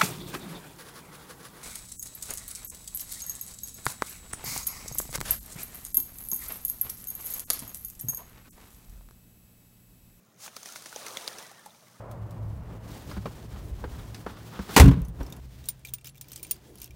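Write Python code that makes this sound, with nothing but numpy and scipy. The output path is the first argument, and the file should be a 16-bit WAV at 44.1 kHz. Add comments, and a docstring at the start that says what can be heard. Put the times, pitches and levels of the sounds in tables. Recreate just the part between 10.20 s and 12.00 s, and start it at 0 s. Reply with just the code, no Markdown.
"""A faint shore hiss, a far hum and a few drips, then a sheet of water flies off a wet dog's head.
The dog stands in shallow water a few metres away and shakes: its ears slap about ten times a second,
cracking on wet fur, ringing trapped air and flinging spray. The drops patter back on the water and
ring small bubbles. A faint tone sinks as the shower thins, and a last plop follows."""
import sys
import numpy as np
from scipy import signal
from scipy.fft import rfft, irfft
from scipy.io import wavfile
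from scipy.ndimage import uniform_filter1d

SR = 44100
rng = np.random.default_rng(int(sys.argv[2]) if len(sys.argv) > 2 else 0)


def wrap_up_sound(samples):
    """Save the sound to the file named by the first command line argument, as 16-bit audio."""
    columns = np.atleast_2d(samples).T
    # keep every value between -1 and 1, then stretch to whole-number steps
    tamed = np.clip(columns, -1, 1)
    steps = np.round(tamed * 32767).astype(np.int16)
    wavfile.write(sys.argv[1], SR, steps)


N = 79380
TIME, FREQS = np.arange(N) / SR, np.arange(N // 2 + 1) * SR / N
IMPACT_RISE_S = 0.000085
DROPLETS_PER_S, DROPLET_SPREAD_DB = 7000, 2.5


def undb(db):
    return 10 ** (np.asarray(db) / 20)


def unit(x):
    """Scale to rms 1."""
    return x / np.sqrt(np.mean(x ** 2))


def db_at(eq, hz):
    """Read an EQ curve on a log frequency axis."""
    freqs, db = np.array(eq).T
    return np.interp(np.log(np.maximum(hz, 1)), np.log(freqs), db)


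def fader(points):
    """Gain over time from points in seconds and dB."""
    return undb(np.interp(TIME, *np.array(points).T))


def colour(x, eq):
    """Shape x with an EQ curve, at rms 1."""
    return unit(irfft(rfft(x) * undb(db_at(eq, FREQS)), N))


def noise(eq):
    return colour(rng.standard_normal(N), eq)


def low_cut(x, hz):
    return signal.sosfilt(signal.butter(3, hz, "high", fs=SR, output="sos"), x)


def burst(peak_s, rise_s, decay_s):
    """Envelope that swells to a peak and dies away."""
    t = TIME - peak_s
    return np.exp(np.minimum(t / rise_s, -t / decay_s))


def clicks(per_s, spread_db):
    """Random clicks of uneven size."""
    hits = rng.random(N) < per_s / SR
    sizes = undb(spread_db * np.minimum(rng.exponential(size=N), 5))
    return hits * sizes * rng.choice([-1, 1], N)


def ring(out, start, hz, db, cycles, glide=0, swell=1 / (2 * np.pi)):
    """Add a short ring to out: a sine whose swell and 1/e decay are counted in cycles."""
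    i = max(int(start * SR), 0)
    length = max(min(int(7 * cycles / hz * SR), N - i), 0)
    turns = np.arange(length) * hz / SR
    envelope = np.exp(-turns / cycles) * (1 - np.exp(-turns / swell))
    phase = 2 * np.pi * turns * (1 + glide * turns / hz / 2)
    out[i:i + length] += undb(db) * envelope * np.sin(phase)


# The shore's tone. Each row: frequency in Hz, gain in dB.
SHORE_EQ = [(25, -11), (55, -19), (85, -1.5), (125, 4), (220, 0.5), (320, -1), (600, -1), (1000, -31),
            (2200, -15), (6000, -39), (10000, -23), (16000, -15)]
# The far hum. Each row: centre in Hz, half-width in Hz, level in dB.
HUM_BANDS = [(122.8, 4.3, -72), (176.7, 8.1, -73), (215, 20.6, -71)]


def shore():
    """A steady bed of outdoor hiss, with narrow noise bands wavering as a far hum."""
    out = undb(-65.5) * noise(SHORE_EQ)
    for hz, width, db in HUM_BANDS:
        band = rfft(rng.standard_normal(N)) / (1 + ((FREQS - hz) / width) ** 2)
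        out += undb(db) * unit(irfft(band, N))
    return out


# Drips, plops and, at 1.084 s, the bright smack of an ear's rebound. Each row: start in seconds,
# pitch in Hz, ring level in dB, decay in cycles, glide as a fraction of the pitch per second,
# tick level in dB.
WET_HITS = [(0.062, 6900, -59, 14, 6, -70), (0.067, 1378, -69, 25, 0, -75), (.1435, 6460, -57, 9, -2, -73),
            (.1620, 6100, -55, 11, 2, -70), (0.2623, 1320, -38.5, 2.7, 2, -41),
            (.4308, 6200, -33, 7.5, -3, -43), (0.489, 5900, -33.5, 8.8, 15, -48),
            (.4920, 1367, -48, 25, 1.5, -68), (0.523, 6300, -34.5, 8, 9, -40.5),
            (0.5348, 6500, -38, 7.8, 0, -56), (.6220, 1400, -52.5, 6.5, -11, -40.5),
            (.7270, 1440, -37, 4, 9, -46), (.7275, 905, -43.5, 3.7, -6, -60),
            (0.8832, 5800, -29, 3.8, 0, -42), (1.0840, 5150, -32, 5.2, 0, -38),
            (1.2260, 5300, -36, 5.4, -2, -46), (1.2660, 5000, -45, 6, 0, -45.5),
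            (1.3150, 746, -42, 3.2, 8, -47), (1.3940, 9000, -44, 11, 4, -63),
            (1.4590, 9140, -40.5, 11, -5, -50), (1.4615, 856, -40, 12.6, 0, -44.5),
            (1.4725, 836, -47.5, 8.9, 1, -56), (1.4850, 724, -54, 8, -8.5, -64),
            (1.5060, 3600, -49, 10, -4, -60), (1.5460, 2300, -55, 8, 0, -66),
            (1.5480, 813, -55, 9.4, 3, -66), (1.623, 696, -53.5, 6, -8, -64),
            (1.6715, 2060, -51, 3.2, -6, -62), (1.6823, 1120, -56.5, 10, -2, -53)]
# The tick of each impact. Each row: frequency in Hz, gain in dB.
TICK_EQ = [(200, -17), (600, 2), (1500, -1), (3000, -1.5), (6000, 1.5), (9000, 0), (12000, -1),
           (16000, -11)]


def drops_and_rebound():
    """Each hit ticks and rings inside a ragged splash; in a drip or plop the ring is a bubble."""
    out, tick = np.zeros(N), noise(TICK_EQ)
    step = 2 ** 0.63  # splash width as a frequency ratio
    for start, hz, db, cycles, glide, tick_db in WET_HITS:
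        ring(out, start, hz, db, cycles, glide)
        out += undb(tick_db) * burst(start, IMPACT_RISE_S, decay_s=0.0032) * tick
        splash_eq = [(hz / step**3, -45), (hz / step, -2), (hz, 0), (hz * step, -8), (hz * step**3, -45)]
        out += undb(db - 17) * burst(start + 1 / hz, rise_s=1 / hz, decay_s=9.6 / hz) * noise(splash_eq)
    return out


# The opening swell of water. Each row: time in seconds, level in dB.
SHEET_FADER = [(.17, -70.5), (.205, -51), (.236, -44), (.268, -45), (.295, -66), (.32, -90)]
# Its bright tone. Each row: frequency in Hz, gain in dB.
SHEET_EQ = [(200, -26), (600, -2.5), (1300, -6), (3000, -3), (4500, 0.5), (6600, 4.5), (8000, -1),
            (9500, -0.5), (12000, -4.5), (16000, -5.5)]


def sheet():
    """The first sheet of water leaves the head in a dense rush of droplet clicks."""
    return colour(clicks(DROPLETS_PER_S, DROPLET_SPREAD_DB), SHEET_EQ) * fader(SHEET_FADER)


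# Water churned by the shower. Each row: time in seconds, level in dB.
CHURN_FADER = [(0, -73.5), (.19, -68.5), (.25, -56.5), (.32, -62), (.47, -57.5), (.58, -55.5), (.7, -59),
               (.8, -50), (.88, -48), (1.0, -49.5), (1.12, -49), (1.165, -50), (1.22, -49.5), (1.3, -56.5),
               (1.44, -59), (1.55, -66), (1.8, -62.5)]
# The balance of bubble sizes. Each row: pitch in Hz, relative level of one bubble in dB.
BUBBLE_EQ = [(300, -10), (480, 1.5), (800, 6.5), (1300, 11), (1900, 8.5), (2600, 6.5), (4000, 12.5)]
# The dull slosh. Each row: frequency in Hz, gain in dB.
SLOSH_EQ = [(150, -14), (330, 2), (550, 1.5), (900, -5.5), (2000, -30), (16000, -70)]
BIG_BUBBLE_HZ, BUBBLE_CYCLES = 568, 10.64


def churn(count=3000):
    """Bubbles ring and rise in pitch where the shower lands; the surface sloshes when it is heaviest."""
    bubbles, shower = np.zeros(N), fader(CHURN_FADER)
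    low_hz, high_hz = BUBBLE_EQ[0][0], BUBBLE_EQ[-1][0]
    heaviness_db = 20 * np.log10(shower / shower.max())
    for when, pitch, size, sustain in rng.random((count, 4)):
        hz = low_hz * (high_hz / low_hz) ** pitch
        cycles = BUBBLE_CYCLES * (.5 + sustain)
        db = db_at(BUBBLE_EQ, hz) + min(-np.log(1 - size), 2)
        if hz < BIG_BUBBLE_HZ:  # big bubbles need a heavy shower
            db += 0.56 * heaviness_db[int(when * N)]
        ring(bubbles, when * N / SR, hz, db, cycles, glide=0.0488 * hz / cycles)
    slosh = undb(-56 + 1.5 * heaviness_db) * noise(SLOSH_EQ)
    return unit(low_cut(bubbles, low_hz)) * shower + slosh


# Ear slaps. Each row: start in seconds, crack level in dB, crack decay in seconds, then pitch in Hz and
# level in dB for the high air pocket, the middle pocket and the ear's hollow, decay of those two
# pockets in cycles, bright ring pitch in Hz and level in dB, thud level in dB, splat level in dB.
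EAR_SLAPS = [(.2780, -47, 0.0015, 2520, -32, 1510, -33.5, 920, -25.5, 3.4, 6000, -52, -63, -44.5),
             (.3655, -37, 0.004, 4400, -26, 1316, -30.5, 460, -40, 3.5, 6100, -38.5, -45.5, -44.5),
             (.4581, -41, 0.0059, 5650, -23.5, 1900, -34, 816, -33, 3.5, 5540, -40, -45, -62),
             (.5588, -39, 0.0095, 2160, -25, 1470, -25.5, 600, -46, 2.6, 4970, -41, -60, -49.5),
             (.6590, -41.5, .0065, 1820, -29, 1450, -31, 544, -34, 2.5, 5700, -32.5, -44, -47),
             (.7610, -40, 0.0034, 3260, -28.5, 835, -27, 534, -21, 3.6, 6100, -28.5, -53, -47.5),
             (.8655, -33.5, .0023, 2100, -32, 1300, -38, 422, -30, 5.4, 6200, -36, -56, -46.5),
             (.9710, -34.5, .003, 3430, -14, 2140, -21.5, 610, -28, 3.34, 6630, -24, -37, -50),
             (1.0778, -30.5, 0.0016, 4530, -6.5, 3930, -10, 570, -26, 2.17, 6360, -29, -51, -42),
             (1.1850, -42.5, 0.0082, 2810, -37, 1160, -47, 484, -35, 3, 5900, -35, -43, -51)]
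# Tones of the wet fur's crack, the loose skin's splat and the snap of first contact.
# Each row: frequency in Hz, gain in dB.
CRACK_EQ = [(200, -12), (600, 4), (1500, -8), (2800, -1.5), (4500, -1), (6200, 3.5), (7800, -5.5),
            (9200, 0.5), (11500, -9), (16000, -10.5)]
SPLAT_EQ = [(150, -6), (400, 1.5), (700, -2), (1300, -2.5), (2300, 1), (4000, -12), (16000, -38)]
SNAP_EQ = [(3000, -22), (8000, -1), (12000, 3), (16000, 4)]
SPLAT_LAG_S, SLAP_LOW_CUT_HZ = 0.00093, 163  # a low cut thins the deep bass of the slaps


def ears():
    """Each ear swishes in, snaps and cracks on wet fur, rings trapped air, splats and flings water."""
    out, wet_power, splat, snap, air = np.zeros((5, N))
    for (start, crack_db, crack_s, high_hz, high_db, mid_hz, mid_db, hollow_hz, hollow_db,
         cycles, bright_hz, bright_db, thud_db, splat_db) in EAR_SLAPS:
        swish = undb(crack_db - 4.5) * burst(start, rise_s=0.0023, decay_s=0.0023)
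        crack = undb(crack_db) * burst(start + IMPACT_RISE_S, IMPACT_RISE_S, crack_s)
        fling = undb(-48) * burst(start, IMPACT_RISE_S, decay_s=0.014)
        wet_power += swish ** 2 + crack ** 2 + fling ** 2
        splat += undb(splat_db) * burst(start + SPLAT_LAG_S, SPLAT_LAG_S, decay_s=0.0062)
        snap += undb(crack_db + 2) * burst(start, IMPACT_RISE_S, decay_s=0.00042)
        # Each slap's rings swell briefly; a bright ring near 6 kHz lasts the most cycles.
        ring(out, start, bright_hz, bright_db, cycles=9.7, swell=2.5)
        ring(out, start, high_hz, high_db, cycles, swell=2.5)
        ring(out, start, mid_hz, mid_db, cycles, swell=2.5)
        ring(out, start, hollow_hz, hollow_db, cycles=0.9, swell=0.61)
        ring(out, start, hz=208, db=thud_db, cycles=0.82)
        ring(air, start - 0.019, hz=40, db=-64, cycles=0.5)  # air pushed ahead of the swing
    for envelope, eq in (np.sqrt(wet_power), CRACK_EQ), (splat, SPLAT_EQ), (snap, SNAP_EQ):
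        out += envelope * noise(eq)
    return air + low_cut(out, SLAP_LOW_CUT_HZ)


# Spray leaving the coat and landing. Each row: time in seconds, level in dB.
SPRAY_FADER = [(0, -90), (.175, -82), (.3, -63), (.345, -55), (.41, -53.5), (.47, -48.5), (.52, -49),
               (.6, -52), (.71, -51.5), (.8, -48), (.89, -48.5), (1.03, -48), (1.14, -51), (1.25, -53.5),
               (1.34, -60.5), (1.52, -62.5), (1.8, -64.5)]
# Tones of the fine mist and of the drops that stand out. Each row: frequency in Hz, gain in dB.
MIST_EQ = [(90, -54), (300, -2), (1000, -7.5), (2000, -3.5), (2800, -3), (4000, 0), (6200, 3), (7700, -3),
           (9000, 0), (11500, -5), (16000, -7)]
CRACKLE_EQ = [(1000, -28), (3000, 3), (5500, 1), (9000, 6), (16000, -12)]
SURGE_DB, SURGE_LAG_S = 1, 0.027


def spray():
    """Thousands of tiny droplets click under a sparser crackle, surging just after each slap."""
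    mist = colour(clicks(DROPLETS_PER_S, DROPLET_SPREAD_DB), MIST_EQ)
    crackle = undb(-10.5) * colour(clicks(per_s=260, spread_db=-2.5), CRACKLE_EQ)
    slap_times = [row[0] for row in EAR_SLAPS]
    swings = np.interp(TIME - SURGE_LAG_S, slap_times, np.arange(len(slap_times)))
    surge = undb(SURGE_DB * np.cos(2 * np.pi * swings))
    return (mist + crackle) * fader(SPRAY_FADER) * surge


# The trickle's swell and fade. Each row: time in seconds, level in dB.
TRICKLE_FADER = [(0, -91), (.2, -87), (.4, -72), (.8, -56), (1.2, -59), (1.4, -79), (1.8, -84)]


def trickle(count=420, low_hz=3600, high_hz=15500):
    """Scattered bigger drops tick through the shower as short, high pings."""
    out = np.zeros(N)
    for when, pitch, size in rng.random((count, 3)):
        hz = low_hz * (high_hz / low_hz) ** pitch
        db = 3 * min(-np.log(1 - size), 3)
        ring(out, when * N / SR, hz, db, cycles=4)
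    return unit(out) * fader(TRICKLE_FADER)


# The falling tone. Each row: time in seconds, pitch in Hz, level in dB.
WHISTLE_PATH = [(1.22, 1980, -80), (1.245, 1975, -51), (1.28, 1930, -84), (1.385, 1830, -59),
                (1.419, 1730, -64), (1.46, 1660, -84)]


def whistle(waver_hz=26):
    """A faint wavering tone sinks as the shower thins."""
    times, hz, db = np.array(WHISTLE_PATH).T
    waver = unit(uniform_filter1d(rng.standard_normal(N), size=200))
    pitch = np.interp(TIME, times, hz) + waver_hz * waver
    envelope = np.interp(TIME, times, undb(db), left=0, right=0)
    return envelope * np.sin(2 * np.pi * np.cumsum(pitch) / SR)


def scene():
    """The shake and its shower over the shore, in mono."""
    mix = shore() + drops_and_rebound() + sheet() + churn() + ears() + spray() + trickle() + whistle()
    return mix[None]


def record(dry):
    """A steep low-pass trims the treble above 16.1 kHz."""
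    return signal.sosfilt(signal.ellip(10, .1, 70, 16100, fs=SR, output="sos"), dry)


dry = scene()
out = record(dry)
wrap_up_sound(out)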